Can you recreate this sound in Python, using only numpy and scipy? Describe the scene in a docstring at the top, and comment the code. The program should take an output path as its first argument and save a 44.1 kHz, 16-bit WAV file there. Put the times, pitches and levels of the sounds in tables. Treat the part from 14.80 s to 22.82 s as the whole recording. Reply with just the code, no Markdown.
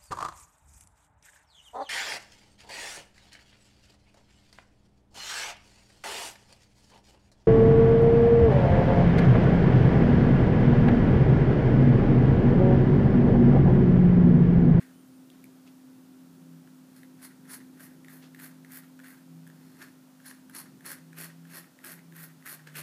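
"""In a small room, a palette knife mixes oil paint on a sheet of canvas paper that lies on a table.
Strokes come in runs of about three a second: random clicks, shaped by resonances, rasp as the blade bears down,
then hiss as its edge cuts through the paint; a small flick follows. Short bursts of bounces make separate ticks.
Soft rubs of the sheet and, near the start, faint gliding squeaks (sine tones) join in.
Behind it are a wavering machine hum, a far motor and a drone that drift in pitch, and low and airy noise."""
import sys
import numpy as np
from scipy import signal
from scipy.fft import rfft, irfft, next_fast_len
from scipy.io import wavfile

SR = 44100
rng = np.random.default_rng(int(sys.argv[2]) if len(sys.argv) > 2 else 0)


def generate_wav(sig):
    """Save sig (samples, or channels by samples) to the path in sys.argv[1] as 16-bit PCM at SR."""
    pcm = np.round(np.clip(np.atleast_2d(sig).T, -1, 1) * 32767).astype(np.int16)
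    wavfile.write(sys.argv[1], SR, pcm)


N = 353902
T = np.arange(N) / SR  # time [s]


def amp(db):
    """Turns decibels into a plain gain."""
    return 10 ** (np.asarray(db) / 20)


def evened(x):
    """Scales a sound to an rms of 1."""
    return x / np.sqrt(np.mean(x ** 2) + 1e-20)


def read(points, hz):
    """Reads a spectrum table, joined by straight lines on a log-frequency axis."""
    table_hz, value = np.transpose(points)
    return np.interp(np.log(hz + 1), np.log(table_hz + 1), value)


def add(mix, s, sound):
    """Adds a sound to the mix at time s, cut off where the mix ends."""
    part = mix[max(round(s * SR), 0):][:len(sound)]
    part += sound[:len(part)]


def coloured(x, points):
    """Filters x by the spectrum in a table."""
    size = next_fast_len(len(x))
    gain = amp(read(points, np.fft.rfftfreq(size, 1 / SR)))
    return irfft(rfft(x, size) * gain, size)[:len(x)]


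def wander(per_s):
    """A random curve of rms 1: straight lines between per_s random points a second."""
    knots = rng.standard_normal(N // 20)
    return evened(np.interp(T * per_s, np.arange(len(knots)), knots))


def ring(x, modes):
    """Sums the resonances that x sets ringing; a wider one dies away sooner."""
    return sum(amp(db) * signal.lfilter(*signal.iirpeak(hz, hz / width, SR), x) for hz, width, db in modes)


def resonate(x, hz, width, lag=0):
    """A resonance of gain 1 whose centre may move; lag delays its phase [radians]."""
    turn = np.exp(2j * np.pi * np.cumsum(hz * np.ones(len(x))) / SR)
    r = np.exp(-np.pi * width / SR)
    # shift the centre down to 0 Hz, smooth there, then shift it back
    smooth = signal.lfilter([1 - r], [1, -r], x / turn + 1e-18)
    return 2 * (np.exp(-1j * lag) * turn * smooth).real


def grains(per_s, spread_db):
    """Random clicks of uneven size, as an edge makes tripping over the tooth of the sheet."""
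    size = amp(spread_db * np.minimum(rng.exponential(1, N), 4))
    sign = rng.choice([-1, 1], N)
    return evened(size * sign * (rng.random(N) < per_s / SR))


# how long the room takes to fade by 60 dB: (frequency [Hz], time [s])
ROOM_DECAY = [(300, 0.4), (1600, 0.4), (5000, 0.49), (14000, 0.11)]
# near surfaces that answer first: (delay [s], level [dB])
ECHOES = [(.0023, -24), (.0047, -22), (0.0139, -11)]


def room(x, wet_db=-14):
    """Adds echoes off near surfaces and a short tail of random echoes that fades at its own rate per pitch."""
    size = SR // 2
    present = (rng.random(size) < 3000 / SR) * (np.arange(size) > .005 * SR)
    taps = rng.choice([-1., 1.], size) * present
    hz, t, z = signal.stft(taps, SR, nperseg=256)
    fade = amp(-60 * t / read(ROOM_DECAY, hz)[:, None])
    tail = signal.istft(z * fade, SR, nperseg=256)[1]
    tail = amp(wet_db) * tail / np.linalg.norm(tail)
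    for delay_s, db in ECHOES:
        add(tail, delay_s, amp([db]))
    return x + signal.fftconvolve(x, tail)[:N]


# lines of the machine's hum, before swell and waver: (frequency [Hz], rms level [dB])
HUM = [(258.8, -55.5), (296, -71), (517.6, -84.5), (980, -95.5)]
# the hum swells and fades: (time [s], gain [dB])
HUM_SWELL = [(0, 1), (3, 1.5), (5, 0.5), (7, -5.5), (8, -7)]
# the far motor, before its waver: (time [s], frequency [Hz], rms level [dB])
MOTOR = [(0, 177, -63), (.5, 176, -69.5), (1.3, 175, -69), (1.5, 169, -60.5), (1.74, 164, -52.5),
         (2.1, 160, -64), (2.95, 159, -68.5), (3.15, 160, -58.5), (3.84, 161.7, -57.5), (4.36, 167, -65.5),
         (4.57, 164, -48.5), (5.1, 157.7, -66), (5.85, 159.8, -63.5), (6.43, 163.6, -50.5),
         (6.8, 168.4, -55.5), (7.0, 171, -78), (7.12, 168.5, -59), (7.39, 163.4, -49), (7.66, 157.3, -63.5),
         (8.02, 151, -51)]
# a faint drone, before its waver: (time [s], frequency [Hz], rms level [dB])
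DRONE = [(0, 202.3, -78), (1.2, 201, -76), (2, 198.2, -66.5), (3, 203, -71), (3.999, 210.5, -69),
         (5, 208.8, -70.5), (6, 208.3, -66.5), (6.6, 217, -90), (8, 206, -75)]
# colour of the machines' low murmur: (frequency [Hz], relative level per Hz [dB])
RUMBLE_COLOUR = [(20, -28), (45, -35), (70, -18.5), (100, -11.5), (135, 1), (190, 4.5), (240, -1), (330, 0),
                 (400, -5), (480, -14.5), (600, -40), (1500, -54)]
# colour of the room's noise: (frequency [Hz], relative level per Hz [dB])
AIR_COLOUR = [(260, -33), (450, -14), (521, -4), (553, -8), (897, -10), (1220, -12.5), (1350, -10.5),
              (1480, -12.5), (2070, -18), (15000, -21)]


def machines(rumble_db=-61, air_db=-63.5, waver_db=1.44, drift_hz=0.5, motor_db=0, motor_waver_db=0.97,
             rumble_follows=0.035, rumble_waver_db=1.95):
    """Turning machines give wavering sine tones, two of them gliding, over low rumble and airy noise."""
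    drift = drift_hz * wander(3) / HUM[0][0]  # all lines drift in proportion to the first
    hum = sum(amp(db) * np.sin(2 * np.pi * np.cumsum(hz * (1 + drift)) / SR) for hz, db in HUM)
    swell_db = np.interp(T, *np.transpose(HUM_SWELL))
    tones = hum * amp(swell_db + waver_db * wander(12))
    for rows in (MOTOR, DRONE):
        s, hz, db = np.transpose(rows)
        level = amp(np.interp(T, s, db) + motor_db + motor_waver_db * wander(13))
        tones = tones + level * np.sin(2 * np.pi * np.cumsum(np.interp(T, s, hz)) / SR)
    # the rumble follows the hum's swell only slightly
    rumble_level = amp(rumble_db + rumble_follows * swell_db + rumble_waver_db * wander(5))
    rumble = rumble_level * evened(coloured(rng.standard_normal(N), RUMBLE_COLOUR))
    air = amp(air_db) * evened(coloured(rng.standard_normal(N), AIR_COLOUR))
    return np.sqrt(2) * tones + rumble + air  # sqrt(2) makes the tone levels rms


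# the sheet slides softly on the table: (time [s], length [s], peak level [dB])
SLIDES = [(0.503, 0.17, -65), (0.862, 0.037, -56.5), (3.412, 0.089, -54), (7.869, 0.02, -48.5)]
# colour of a slide: (frequency [Hz], relative level [dB])
SLIDE_COLOUR = [(200, 7), (700, -5), (2000, -5.5), (3500, -7), (6000, -12), (15000, -33)]


def slides():
    """The sheet rubs on the table: dull grains that swell quickly and die away."""
    level = sum(amp(db) * np.interp(T, [s, s + length / 5, s + length], [0, 1, 0])
                for s, length, db in SLIDES)
    return level * evened(coloured(grains(per_s=2900, spread_db=-1.5), SLIDE_COLOUR))


# faint squeaks: (time [s], length [s], first frequency [Hz], last frequency [Hz], level [dB])
SQUEAKS = [(.11, .12, 2850, 3270, -77), (.13, .035, 8550, 9600, -75), (.15, .035, 11000, 11150, -76),
           (.18, .052, 9350, 8720, -72), (.245, .055, 11700, 11620, -75), (0.308, 0.054, 9250, 8720, -76),
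           (.355, .06, 8750, 9050, -76)]


def squeaks():
    """Thin sine tones that glide in pitch while they swell and fade."""
    out = np.zeros(N)
    for s, length, from_hz, to_hz, db in SQUEAKS:
        u = np.arange(0, length, 1 / SR) / length  # progress from 0 to 1
        hz = from_hz + (to_hz - from_hz) * u
        swell = np.sqrt(2 * np.sin(np.pi * u))
        add(out, s, amp(db) * swell * np.sin(2 * np.pi * np.cumsum(hz) / SR))
    return out


# the blade touches down or snags:
# (time [s], relative level [dB], relative level of the bright snap [dB], bounce rate [Hz])
TICKS = [(.5015, -39.5, -2, 3070), (0.6414, -40, 7, 2470), (0.876, -44, -4, 2730),
         (1.8743, -44.5, -20, 1780), (2.232, -37.5, -6, 1800), (2.6538, -45.5, -14, 1830),
         (3.2464, -36.5, -18, 1835), (3.2836, -34, -16, 1880), (3.5472, -34, -8, 1720),
         (3.5912, -37, -22, 1840), (3.8475, -36.5, -20, 1790), (3.9199, -45, 20, 1800),
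         (4.1912, -37.5, -19, 1560), (4.1998, -37, -19, 1660), (4.6672, -43, -4, 1680),
         (4.675, -42, 5, 1720), (4.7, -40.5, -15, 1710), (5.017, -31.5, -14, 1710),
         (5.4013, -43.5, -21, 1570), (5.451, -45, -15, 1750), (5.464, -38, 10, 1670),
         (5.5119, -34, -8, 1700), (5.697, -38, 0.5, 1590), (5.754, -35, -3, 1810),
         (6.0076, -40.5, -10, 1650), (6.1172, -30, 8, 1600), (6.33, -37, -20, 1650),
         (6.652, -41, -19, 1630), (6.9889, -38.5, -20, 1770), (7.0466, -36.5, 13.5, 1580),
         (7.191, -40, -15, 2030), (7.3235, -39, -17, 1745), (7.625, -42, -14, 1900), (7.665, -30, 0, 1800),
         (7.8726, -32, -9, 1750)]
# colour of one impact of the blade on the sheet: (frequency [Hz], relative level [dB])
IMPACT_COLOUR = [(200, -24), (800, -12), (1400, 1), (2200, 1), (3500, -6.5), (4500, -16), (6500, -14.5),
                 (15000, -18.5)]
# what blade and board ring with, in ticks and rasp: (frequency [Hz], width [Hz], relative level [dB])
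BLADE_MODES = [(980, 100, -55), (1350, 220, -8), (1595, 230, 9.5), (1824, 140, 6.5), (2000, 150, -12),
               (2740, 190, -22), (3400, 550, -15.5), (4080, 620, -24), (5500, 500, -24), (6460, 690, -11),
               (8100, 1000, -11.5)]
# colour of the edge's hiss and of a tick's snap: (frequency [Hz], relative level [dB])
HISS_COLOUR = [(200, -40), (500, -26), (1000, -26), (2500, -30), (3800, -25), (4600, -10), (6000, -18),
               (7500, -14.5), (8700, -8.5), (10000, -3.5), (12000, -2.5), (13500, -4), (15000, -8),
               (17000, -3)]


def ticks(level_db=-2.0, snap_db=-2, jitter=0.13, bounce_loss_db=-3, board_db=-4, snap_s=.0015,
          usual_hz=1720, count=16):
    """The springy blade bounces, ever weaker; the rate of the bounces is the pitch of the tick."""
    out, t = np.zeros(N), np.arange(1200) / SR
    for s, db, bright_db, hz in TICKS:
        bounces = np.cumsum(abs(1 + jitter * rng.standard_normal(count))) / hz  # times [s]
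        blow = np.zeros(len(t))
        for k, at in enumerate(bounces):
            add(blow, at, amp([k * bounce_loss_db]))
        # a stiffer, faster contact moves the whole colour of the tick up in pitch
        stiff = hz / usual_hz
        impact = coloured(blow, [(f * stiff, d) for f, d in IMPACT_COLOUR])
        board = ring(blow, [(f * stiff, w, d) for f, w, d in BLADE_MODES])
        knock = impact + amp(board_db) * board
        snap = coloured(rng.standard_normal(len(t)), HISS_COLOUR) * np.exp(-t / snap_s)
        tick = knock / abs(knock).max() + amp(bright_db + snap_db) * snap / abs(snap).max()
        add(out, s, amp(db + level_db) * tick)
    return out


# the hand bears down quickly and lets go more slowly; the hiss stops sooner than the rasp
ATTACK_DB_PER_S, RASP_FADE_DB_PER_S, HISS_FADE_DB_PER_S = 1150, 392, 466
PAINT_DB = -10.5  # wet paint muffles the hiss until the edge has cut through
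# the flick out of the paint: delay after the hand lets go, half its length, level relative to the rasp
FLICK_AFTER_S, FLICK_S, FLICK_DB = 0.06, 0.02, -8
# the light glide around each stroke: lead-in and run-out, highest levels, level relative to a faint stroke
GLIDE_BEFORE_S, GLIDE_AFTER_S = 0.077, 0.14
GLIDE_RASP_DB, GLIDE_HISS_DB, GLIDE_UNDER_DB = -65.5, -66.5, -6
# strokes of the knife: (time it bears down [s], length [s], time to cut through the paint [s],
# rasp level [dB], hiss level [dB], swell over the stroke [dB], pitch of the blade's ring [Hz],
# then relative levels: ring [dB], sheet's rustle [dB], table's thump [dB], buzz of the flat [dB])
STROKES = [(.011, 0.018, .015, -59, -64, -7, 10700, -7, 4.5, -10, -12),
           (2.159, .025, 0.0037, -68, -62, -5, 11000, -5, 1, -9, -20),
           (2.42, 0.031, 0.01, -55, -46.5, 1.5, 11000, .5, -2, -4, -27),
           (2.691, 0.055, 0.02, -52, -42.5, 1, 11000, 1, -2.5, -1, -26),
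           (3.003, .052, 0.026, -60, -50, -7, 13000, -19, -7, 6, -22),
           (3.296, 0.086, .035, -63, -57.5, -10, 15100, 2, -8, 9, -21),
           (3.592, .067, 0.04, -54.5, -49.5, -1, 15000, 0, -6, 5.5, -20),
           (3.908, 0.073, 0.034, -55.5, -50, 1, 15000, 7, -6, 0, -18),
           (4.244, 0.074, 0.036, -57, -56.5, -5, 15100, 2, -5, -10, -18),
           (4.76, 0.27, .018, -72, -72.5, 8, 13600, -6, 7, 0, -20),
           (5.01, 0.013, .014, -53.5, -56.5, 4, 13600, -9, 4, 9.5, -16),
           (5.452, 0.053, .004, -57.5, -50.5, 0, 11000, 2.5, 2.5, -10, -22),
           (5.749, 0.055, .008, -52, -42.5, -7, 11500, 2.5, 1, -20, -25),
           (6.052, 0.075, 0.0043, -50, -43, -2, 11600, -2, -2, 2, -17),
           (6.373, 0.072, 0.016, -50.5, -44, 3.5, 12300, -9, -1.5, 7.5, -8),
           (6.7, 0.083, 0.043, -55, -49, 9.5, 12400, -2, 1, 8.5, -9),
           (7.043, 0.084, 0.018, -53.5, -47, -0.5, 12620, -2, -4.5, 6, -10.5),
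           (7.362, .083, 0.072, -54.5, -47.5, -4.5, 15000, 7, -7, 4, -15),
           (7.661, 0.075, 0.048, -50.5, -43, -2, 13900, 1, -5.5, 2, -15),
           (7.875, .017, .005, -59, -75, -3, 13600, -5, 3, 2, -14),
           (7.956, 0.039, 0.0086, -47, -43, 1.5, 13500, 0, 1, 9.5, -1.5)]


def handling():
    """How hard the blade bears down, and how much its edge meets the dry tooth, as two gains over time."""
    press, edge = np.zeros((2, N))  # powers, until the square root at the end
    for start, length, cut_s, rasp_db, hiss_db, swell_db, *_ in STROKES:
        t = T - start
        after = np.maximum(t - length, 0)
        force_db = ATTACK_DB_PER_S * np.minimum(t, 0) + swell_db * (np.clip(t / length, 0, 1) - .5)
        glide = np.interp(t, [-GLIDE_BEFORE_S, 0, length, length + GLIDE_AFTER_S], [0, 1, 1, 0])
        flick_shape = np.interp(t - length - FLICK_AFTER_S, [-FLICK_S, 0, FLICK_S], [0, 1, 0])
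        flick = amp(rasp_db + FLICK_DB) * flick_shape
        on = glide > 0
        paint_db = PAINT_DB * np.clip(1 - t[on] / cut_s, 0, 1)
        rasp = amp(rasp_db + force_db[on] - RASP_FADE_DB_PER_S * after[on])
        hiss = amp(hiss_db + force_db[on] + paint_db - HISS_FADE_DB_PER_S * after[on])
        # even the faintest stroke stands out from its glide
        glide_rasp = amp(min(GLIDE_RASP_DB, rasp_db + GLIDE_UNDER_DB)) * glide[on]
        glide_hiss = amp(min(GLIDE_HISS_DB, hiss_db + GLIDE_UNDER_DB)) * glide[on]
        press[on] += rasp ** 2 + glide_rasp ** 2 + flick[on] ** 2
        edge[on] += hiss ** 2 + glide_hiss ** 2
    return np.sqrt(press), np.sqrt(edge)


# the flat of the blade buzzes on the sheet: (frequency [Hz], width [Hz], relative level [dB])
BUZZ_MODES = [(2490, 950, 4), (3100, 1400, -7)]
# resonances of the sheet: (frequency [Hz], width [Hz], relative level [dB])
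SHEET_MODES = [(1054, 440, -2), (2420, 1100, -9.5), (3340, 240, -11), (4280, 280, 1.5), (5200, 600, -5.5),
               (6500, 370, -11)]
# the table's low modes: (frequency [Hz], width [Hz], relative level [dB])
TABLE_MODES = [(355, 67, -1.5), (593, 150, -7)]


def scrapes(rasp_db=0, hiss_db=0, sheet_db=-9, thump_db=-19, firm_db=-44, growth=0.95, slip_db=2.0,
            slips_per_s=480, ring_width_hz=1100, own_slip_db=2, tremor_db=1.0, tremors_per_s=90):
    """Unevenly bunched grains shake blade, sheet and table into a rasp, and hiss at the edge."""
    press, edge = np.array(handling()) * amp(tremor_db * wander(tremors_per_s))
    start, length, *columns = np.transpose(STROKES)
    # these columns slide from the middle of one stroke to the middle of the next
    middle = start + length / 2
    ring_hz, ring_db, rustle_db, weight_db, buzz_db = (np.interp(T, middle, c) for c in columns[4:])
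    slips = amp(slip_db * wander(slips_per_s))
    coarse = evened(slips * grains(per_s=4500, spread_db=2.0))
    own_slips = slips * amp(own_slip_db * wander(900))
    fine = evened(coarse + own_slips * grains(per_s=6000, spread_db=5.0))
    buzz = ring(slips * grains(per_s=4500, spread_db=0.5), BUZZ_MODES)
    buzz = evened(ring(buzz, BUZZ_MODES))  # the second pass makes the peaks sharper
    rasp = evened(ring(coarse, BLADE_MODES)) + amp(buzz_db) * buzz
    # the blade's ring lifts the hiss below its pitch and weakens it just above
    blade_ring = resonate(fine, ring_hz, ring_width_hz, lag=np.pi / 2)
    hiss = evened(coloured(fine + amp(ring_db) * blade_ring, HISS_COLOUR))
    # sheet and table follow the edge's level, growing slightly less than in proportion
    shake = amp(firm_db) * (edge / amp(firm_db)) ** growth
    drag = slips * grains(per_s=4000, spread_db=1.0)
    rustle = amp(sheet_db + rustle_db) * evened(ring(drag, SHEET_MODES))
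    thump = amp(thump_db + weight_db) * evened(ring(drag, TABLE_MODES))
    return amp(rasp_db) * press * rasp + amp(hiss_db) * edge * hiss + shake * (rustle + thump)


def scene(low_cut_hz=220):
    """The knife in the room, over the machines; so small a thing gives off little bass."""
    knife = slides() + squeaks() + ticks() + scrapes()
    low_cut = signal.butter(2, low_cut_hz, "high", fs=SR, output="sos")
    return (machines() + room(signal.sosfilt(low_cut, knife)))[None]


def record(dry, edge_hz=15450):
    """Limits the band: a steep filter takes away the treble above edge_hz."""
    low_pass = signal.firwin(511, edge_hz, window=("kaiser", 9), fs=SR)
    return signal.oaconvolve(dry, low_pass[None], "same")


dry = scene()
out = record(dry)
generate_wav(out)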